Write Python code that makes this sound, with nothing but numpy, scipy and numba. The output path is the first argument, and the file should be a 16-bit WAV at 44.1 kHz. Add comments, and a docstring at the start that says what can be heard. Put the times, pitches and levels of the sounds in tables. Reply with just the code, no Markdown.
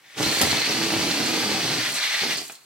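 """A faint leak of air swells into a loud hiss with rough, low puffs: a big balloon is being let down
close by in a small room. Air rushing through the neck makes the hiss, the slack rubber flaps out the
puffs, and the air inside hums. Rubber ticks as it slips under the fingers. Near the end the neck is
pinched, so the flutter stops and the hiss narrows; it opens once more and is closed."""
import sys
import numpy as np
from scipy import signal
from scipy.fft import rfft, irfft, next_fast_len
from scipy.io import wavfile
from numba import njit

SR = 44100
rng = np.random.default_rng(int(sys.argv[2]) if len(sys.argv) > 2 else 0)


def wrap_up_sound(samples):
    """Save the sound to the file named by the first command line argument, as 16-bit audio."""
    columns = np.atleast_2d(samples).T
    # keep every value between -1 and 1, then stretch to whole-number steps
    tamed = np.clip(columns, -1, 1)
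    steps = np.round(tamed * 32767).astype(np.int16)
    wavfile.write(sys.argv[1], SR, steps)


N = 116865
TIME = np.arange(N) / SR


def gain(db):
    """Turn decibels into a number to multiply by."""
    return 10 ** (np.asarray(db) / 20)


def curve(table, column=1):
    """Join one column of a table with straight lines over time."""
    rows = np.array(table)
    return np.interp(TIME, rows[:, 0], rows[:, column])


def unit(x):
    """Scale to an average strength (rms) of 1."""
    return x / np.sqrt(np.mean(x ** 2))


def shape(x, response):
    """Filter a sound; response(f) says how much of each frequency gets through."""
    size = next_fast_len(2 * N)
    hz = np.maximum(np.arange(size // 2 + 1) * SR / size, 1e-3)
    return irfft(rfft(x, size) * response(hz), size)[..., :N]


def resonance(f, hz, width):
    """How strongly something that rings at hz answers each frequency f."""
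    return 1 / (1 + 1j * (f * f - hz * hz) / (f * width))


def noise(colour):
    """Noise with the given balance of low and high frequencies."""
    hz, db = np.array(colour).T
    return unit(shape(rng.standard_normal(N), lambda f: gain(np.interp(np.log(f), np.log(hz), db))))


@njit
def band_pass(x, hz, width):
    """Keep the frequencies around hz; the centre and width may move."""
    out, band, low = np.empty(len(x)), 0., 0.
    for i in range(len(x)):
        tuning, damping = np.tan(np.pi * hz[i] / SR), width[i] / hz[i]
        now = (band + tuning * (x[i] - low)) / (1 + tuning * (tuning + damping))
        band, low = 2 * now - band, low + 2 * tuning * now
        out[i] = damping * now
    return out


def ringing_noise(hz, width):
    """Swirling air that rings around one pitch."""
    hz, width = hz * np.ones(N), width * np.ones(N)
    return unit(band_pass(band_pass(rng.standard_normal(N), hz, width), hz, width))


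def wobble(hz):
    """A smooth random wiggle, about hz times a second."""
    return unit(shape(rng.standard_normal(N), lambda f: (f / hz) / (1 + (f / hz) ** 3)))


def steady(x, knee=0.39):
    """Even out a vibration's strength while its pitch still wanders."""
    return unit(x / np.hypot(abs(signal.hilbert(x)), knee))


def place(x, pan_db=0, lag_s=.00004):
    """Make stereo: the left side hears it slightly later, and louder if pan_db is above 0."""
    late = shape(x, lambda f: np.exp(-2j * np.pi * f * lag_s))
    return np.array([late * gain(pan_db / 2), x * gain(-pan_db / 2)])


def spread(make, pan_db=0, split_hz=7400):
    """A long stream of air: both sides share its lows, but each gets its own highs."""
    shared = shape(make(), lambda f: 1 / np.hypot(1, f / split_hz))
    own = shape(np.array([make(), make()]), lambda f: 1 / np.hypot(1, split_hz / f))
    return place(shared, pan_db) + own * gain(np.array([[pan_db], [-pan_db]]) / 2)


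# Tone colour of the quiet room: f/Hz, relative level/dB
ROOM_COLOUR = [(25, -1), (120, -18), (400, -8), (800, -0.5), (2000, -2.5), (6000, -12), (15000, -15)]

def room_noise(level_db=-62):
    """A very soft rush, partly the same on both sides."""
    shared = noise(ROOM_COLOUR)
    own = np.array([noise(ROOM_COLOUR), noise(ROOM_COLOUR)])
    return gain(level_db) * (shared + 0.99 * own)


def echo_pattern(fade_s=0.37, treble_fade_s=0.22, split_hz=9900, gap_s=0.00214):
    """The walls answer a click with dense echoes; each fade time is for a drop of 60 dB."""
    echoes = rng.standard_normal((2, N))
    low = shape(echoes, lambda f: 1 / (1 + (f / split_hz) ** 2))
    tail = low * gain(-60 * TIME / fade_s) + (echoes - low) * gain(-60 * TIME / treble_fade_s)
    early = rng.standard_normal((2, N)) * gain(13) * np.exp(-TIME / 0.0048)
    pattern = (tail + early) * (TIME > gap_s)
    return pattern / np.sqrt(np.sum(pattern ** 2, axis=1, keepdims=True))


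def moving_echoes(x, count=14):
    """The neck moves in the hand, so one pattern of echoes fades into the next."""
    position = np.linspace(0, count - 1, N)
    out = np.zeros((2, N))
    for k in range(count):
        share = np.sqrt(np.maximum(1 - abs(position - k), 0))
        out += signal.fftconvolve(x * share, echo_pattern()[:, :N // 6], axes=1)[:, :N]
    return out


# Gusts of air at their strongest: t/s, level/dB
GUSTS = [(.27, -41), (.45, -35.5), (.5, -38), (.98, -40)]

def gusts(swell_s=0.032):
    """The stream of air brushes the microphone with short, soft thumps."""
    swell = sum(gain(db) * np.exp(-((TIME - s) / swell_s) ** 2) for s, db in GUSTS)
    return steady(ringing_noise(hz=86, width=53)) * swell


# The balloon's hum: t/s, f/Hz of the lower tone, level/dB of both tones together
HUM = [(.15, 280, -87), (.2, 276, -38), (.26, 264, -32.5), (.35, 268, -45), (.55, 284, -39),
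       (.64, 261, -60), (.73, 233, -36), (.85, 217, -33.5), (1.16, 205, -35.5), (1.3, 258, -36),
       (1.55, 214, -36.5), (1.65, 139, -41.5), (1.79, 126, -35.5), (1.85, 121, -47), (2.0, 119, -63.5),
       (2.65, 120, -81)]

def hum(waver=0.04):
    """The flow keeps the air inside ringing at two pitches; the lower sinks as the balloon empties."""
    lower = steady(ringing_noise(curve(HUM) * (1 + waver * wobble(8)), width=45.5))
    upper = steady(ringing_noise(hz=319.2, width=25))
    return (upper + gain(-2) * lower) * gain(curve(HUM, column=2))


def burst(start_s, db, decay_s, hz, width, rise_s=0.0041):
    """A short noise that rises quickly and dies away."""
    age = TIME - start_s
    rise = np.clip(age / rise_s, 0, 1)
    fall = np.exp(-np.maximum(age - rise_s, 0) / decay_s)
    return ringing_noise(hz, width) * gain(db) * rise * fall


def finger_tap():
    """A fingertip taps the rubber once."""
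    return burst(start_s=2.495, db=-33, decay_s=0.006, hz=895, width=2600)


# Slips of the rubber: t/s, level/dB, f/Hz, decay/s
SLIPS = [(.2304, -9, 5170, 0.00067), (0.4227, -16, 4500, .0008), (.5136, -10, 4200, 0.0011),
         (0.52, -12, 3950, 0.001), (0.5407, -16, 3900, .0006), (0.5713, -14, 4100, .0015),
         (0.6923, -17, 5750, .0012)]

def ticks():
    """Rubber slips under the fingers; each slip rings for a few cycles."""
    out = np.zeros(N)
    for s, db, hz, decay in SLIPS:
        age = np.maximum(TIME - s, 0)
        out += gain(db) * np.sin(2 * np.pi * hz * age) * np.exp(-age / decay)
    return out


# Sudden spurts of air: t/s, level/dB, decay/s, f/Hz, width/Hz
SPURTS = [(0.4114, -16, 0.013, 2770, 9000), (.4115, -19, .0097, 10600, 9100),
          (0.51, -21.5, .011, 4130, 4000), (.689, -27, .007, 5600, 800), (1.255, -31.5, .02, 7500, 4000),
          (1.942, -31.5, 0.033, 7600, 4000), (2.368, -31.5, 0.021, 6760, 5500),
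          (2.549, -44.5, 0.0083, 4300, 2400)]

def spurts():
    """Air bursts out each time the neck snaps open."""
    return sum(burst(*row) for row in SPURTS)


# Pitches at which the air in and around the balloon rings: f/Hz, width/Hz, relative level/dB
AIR_TONES = [(91, 33, -3.5), (130.4, 11, -1.5), (208, 9.4, -5.5), (268.5, 35, 2), (319.8, 9.1, 1.5),
             (406, 77, -3), (703, 16, 0.5), (770, 26, 0.5)]

def puff_sound(kicks, rise_s=.00016, fall_s=0.00023, bass_cut_hz=155):
    """Each kick becomes a small push of air that sets the balloon ringing."""
    age = TIME[:N // 100]
    puff = (1 - np.exp(-age / rise_s)) ** 2 * np.exp(-age / fall_s)
    flow = signal.fftconvolve(kicks, puff / puff.max())[:N]
    sound = shape(flow, lambda f: resonance(f, bass_cut_hz, bass_cut_hz) * 1j * f / bass_cut_hz)
    return shape(sound, lambda f: 1 + sum(gain(db) * resonance(f, hz, w) for hz, w, db in AIR_TONES))


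# Strength of the flutter: t/s, level/dB
FLUTTER_LEVEL = [(.14, -68), (.18, -32.5), (.25, -32), (.35, -38), (.4, -35), (.43, -28), (.5, -33),
                 (.58, -32), (.65, -39.5), (.69, -33.5), (.82, -33.5), (.97, -31), (1.2, -32), (1.55, -33),
                 (1.78, -34), (1.84, -44), (1.95, -40.5), (2.02, -58), (2.205, -59), (2.225, -28.5),
                 (2.27, -33), (2.33, -40), (2.41, -42.5), (2.46, -55.5), (2.65, -71)]
# The hardest single puffs: t/s, relative level/dB
POPS = [(0.1998, -14), (0.207, -14), (0.2333, -12.5), (0.273, -21), (0.4111, -10), (0.4165, -12),
        (0.4315, -11), (0.4486, -12), (0.4713, -14), (0.5298, -16), (0.6967, -13.5), (0.867, -12.5),
        (0.9369, -12), (0.9666, -18), (1.028, -18), (1.146, -19), (1.309, -14), (1.375, -12.5)]

def flutter(gap_s=1 / 370, scatter_db=3, purr_hz=125.26, purr_db=5, jitter=0.19):
    """The slack neck throws uneven puffs; its flapping swings their strength into a rough purr."""
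    gap_chance, size_chance = rng.standard_normal((N // 20, 2)).T
    at = (np.cumsum(np.exp(.6 * gap_chance)) * gap_s * SR).astype(int)
    size = gain(scatter_db * np.minimum(size_chance, 2))
    flap = np.cos(2 * np.pi * np.cumsum(purr_hz * (1 + jitter * wobble(25))) / SR)
    kicks = np.bincount(at[at < N], size[at < N], N) * gain(purr_db * flap)
    pops = np.zeros(N)
    for s, db in POPS:
        pops[int(s * SR)] = gain(db - 3)
    return unit(puff_sound(kicks)) * gain(curve(FLUTTER_LEVEL)) + puff_sound(pops)


# Tone colour of the sizzle: f/Hz, relative level/dB
SIZZLE_COLOUR = [(1000, -25), (4000, -34), (6000, 3), (7800, 7), (9500, 4.5), (10700, -3.5), (12500, 1.5),
                 (14500, -9), (16000, -7)]
# Strength of the sizzle: t/s, level/dB
SIZZLE_LEVEL = [(0, -76), (.15, -60), (.2, -40.5), (.4, -33), (.5, -37), (.62, -46), (.95, -42.5),
                (1.75, -49), (1.89, -39), (1.95, -33.5), (2.02, -63), (2.3, -45), (2.39, -41.5),
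                (2.47, -44.5), (2.54, -46), (2.58, -62), (2.65, -60)]

def sizzle(flicker_db=3):
    """Air passes the rubber lips with a thin, high sizzle."""
    return spread(lambda: noise(SIZZLE_COLOUR)) * gain(curve(SIZZLE_LEVEL) + flicker_db * wobble(44))


# Pitches of the pinched neck: f/Hz, width/Hz, relative level/dB
PINCH_TONES = [(2030, 980, 1.5), (3470, 920, -4.5)]
# Their strength, high while the fingers squeeze: t/s, level/dB
PINCH_LEVEL = [(0, -66), (.08, -54), (.16, -47), (.24, -39), (.5, -33), (.63, -31), (.75, -40.5),
               (1.75, -37), (1.86, -28.5), (1.9, -39), (1.94, -44), (2.02, -30.5), (2.16, -29), (2.23, -31),
               (2.27, -36.5), (2.335, -31.5), (2.37, -51), (2.65, -75)]

def pinched_neck(flicker_db=1.7):
    """Swirling air rings in the squeezed neck."""
    def tones():
        return unit(sum(gain(db) * ringing_noise(hz, width) for hz, width, db in PINCH_TONES))
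    return spread(tones, pan_db=2.5) * gain(curve(PINCH_LEVEL) + flicker_db * wobble(37))


# The neck's highest ringing pitch: t/s, f/Hz, level/dB
WHISTLE = [(.17, 4100, -68), (.24, 4060, -28), (.3, 4280, -29), (.35, 4330, -31), (.41, 4500, -28.5),
           (.47, 4150, -30), (.55, 4220, -32), (.63, 4370, -27.5), (.69, 4530, -33), (1.0, 4360, -35),
           (1.55, 4500, -34.5), (1.8, 4360, -34), (1.93, 4300, -38), (2.03, 4120, -31.5),
           (2.14, 4100, -36.5), (2.24, 4550, -31), (2.33, 4300, -39.5), (2.385, 4680, -31.5),
           (2.44, 4470, -52), (2.6, 4300, -63.5)]

def whistle(wander=0.014, flicker_db=2):
    """The neck half whistles; its pitch blurs as the rubber slackens."""
    hz = curve(WHISTLE) * (1 + wander * wobble(14))
    width_hz = 510 + 270 * TIME
    tone = spread(lambda: ringing_noise(hz, width_hz), pan_db=-4.5)
    return tone * gain(curve(WHISTLE, column=2) + flicker_db * wobble(45))


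# Tone colour of the jet of air: f/Hz, relative level/dB
JET_COLOUR = [(60, -37), (300, -18.5), (700, -5), (1100, -5), (1500, -3), (2500, 1.5), (3300, 0),
              (4500, -1.5), (5200, -2), (6000, -1.5), (6800, -7.5), (8000, -7.5), (9300, -10.5),
              (10500, -16), (12200, -14), (13600, -14.5), (14600, -25.5), (16000, -17)]
# Strength of the jet: t/s, level/dB
JET_LEVEL = [(0, -66), (.1, -52), (.155, -49.5), (.185, -29.5), (.23, -27.5), (.4, -26), (.55, -28),
             (.8, -27.5), (1.3, -27.5), (1.79, -28.5), (1.89, -28), (1.935, -34), (1.97, -29),
             (2.04, -28.5), (2.2, -28.5), (2.33, -29), (2.36, -33.5), (2.39, -34), (2.46, -47),
             (2.54, -50.5), (2.58, -63), (2.65, -73)]

def hiss(puffs, follow=0.48, flicker_db=0.6):
    """The rushing jet with its sizzle and neck tones; each puff lets a little more air through."""
    surge = np.exp(follow * np.tanh(puffs / gain(-28.5))) * gain(flicker_db * wobble(10.8))
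    jet = spread(lambda: noise(JET_COLOUR)) * gain(curve(JET_LEVEL))
    return surge * (jet + sizzle() + pinched_neck() + whistle())


def scene(low_pan_db=-2.5):
    """The balloon's high and low sounds, their echoes and the quiet room, added together."""
    puffs = flutter()
    highs = hiss(puffs) + spread(spurts) + place(ticks())
    lows = place(puffs + finger_tap(), low_pan_db)
    echoes = moving_echoes(gain(-5) * highs + gain(-6) * lows)
    background = room_noise() + place(hum() + gusts(), low_pan_db)
    return background + echoes + lows + highs


def record(dry, low_cut_hz=58, top_hz=15800):
    """Take away the deepest bass and the highest treble."""
    thin = signal.sosfilt(signal.butter(2, low_cut_hz, "highpass", fs=SR, output="sos"), dry)
    return signal.sosfilt(signal.ellip(10, .2, 80, top_hz, fs=SR, output="sos"), thin)


dry = scene()
out = record(dry)
wrap_up_sound(out)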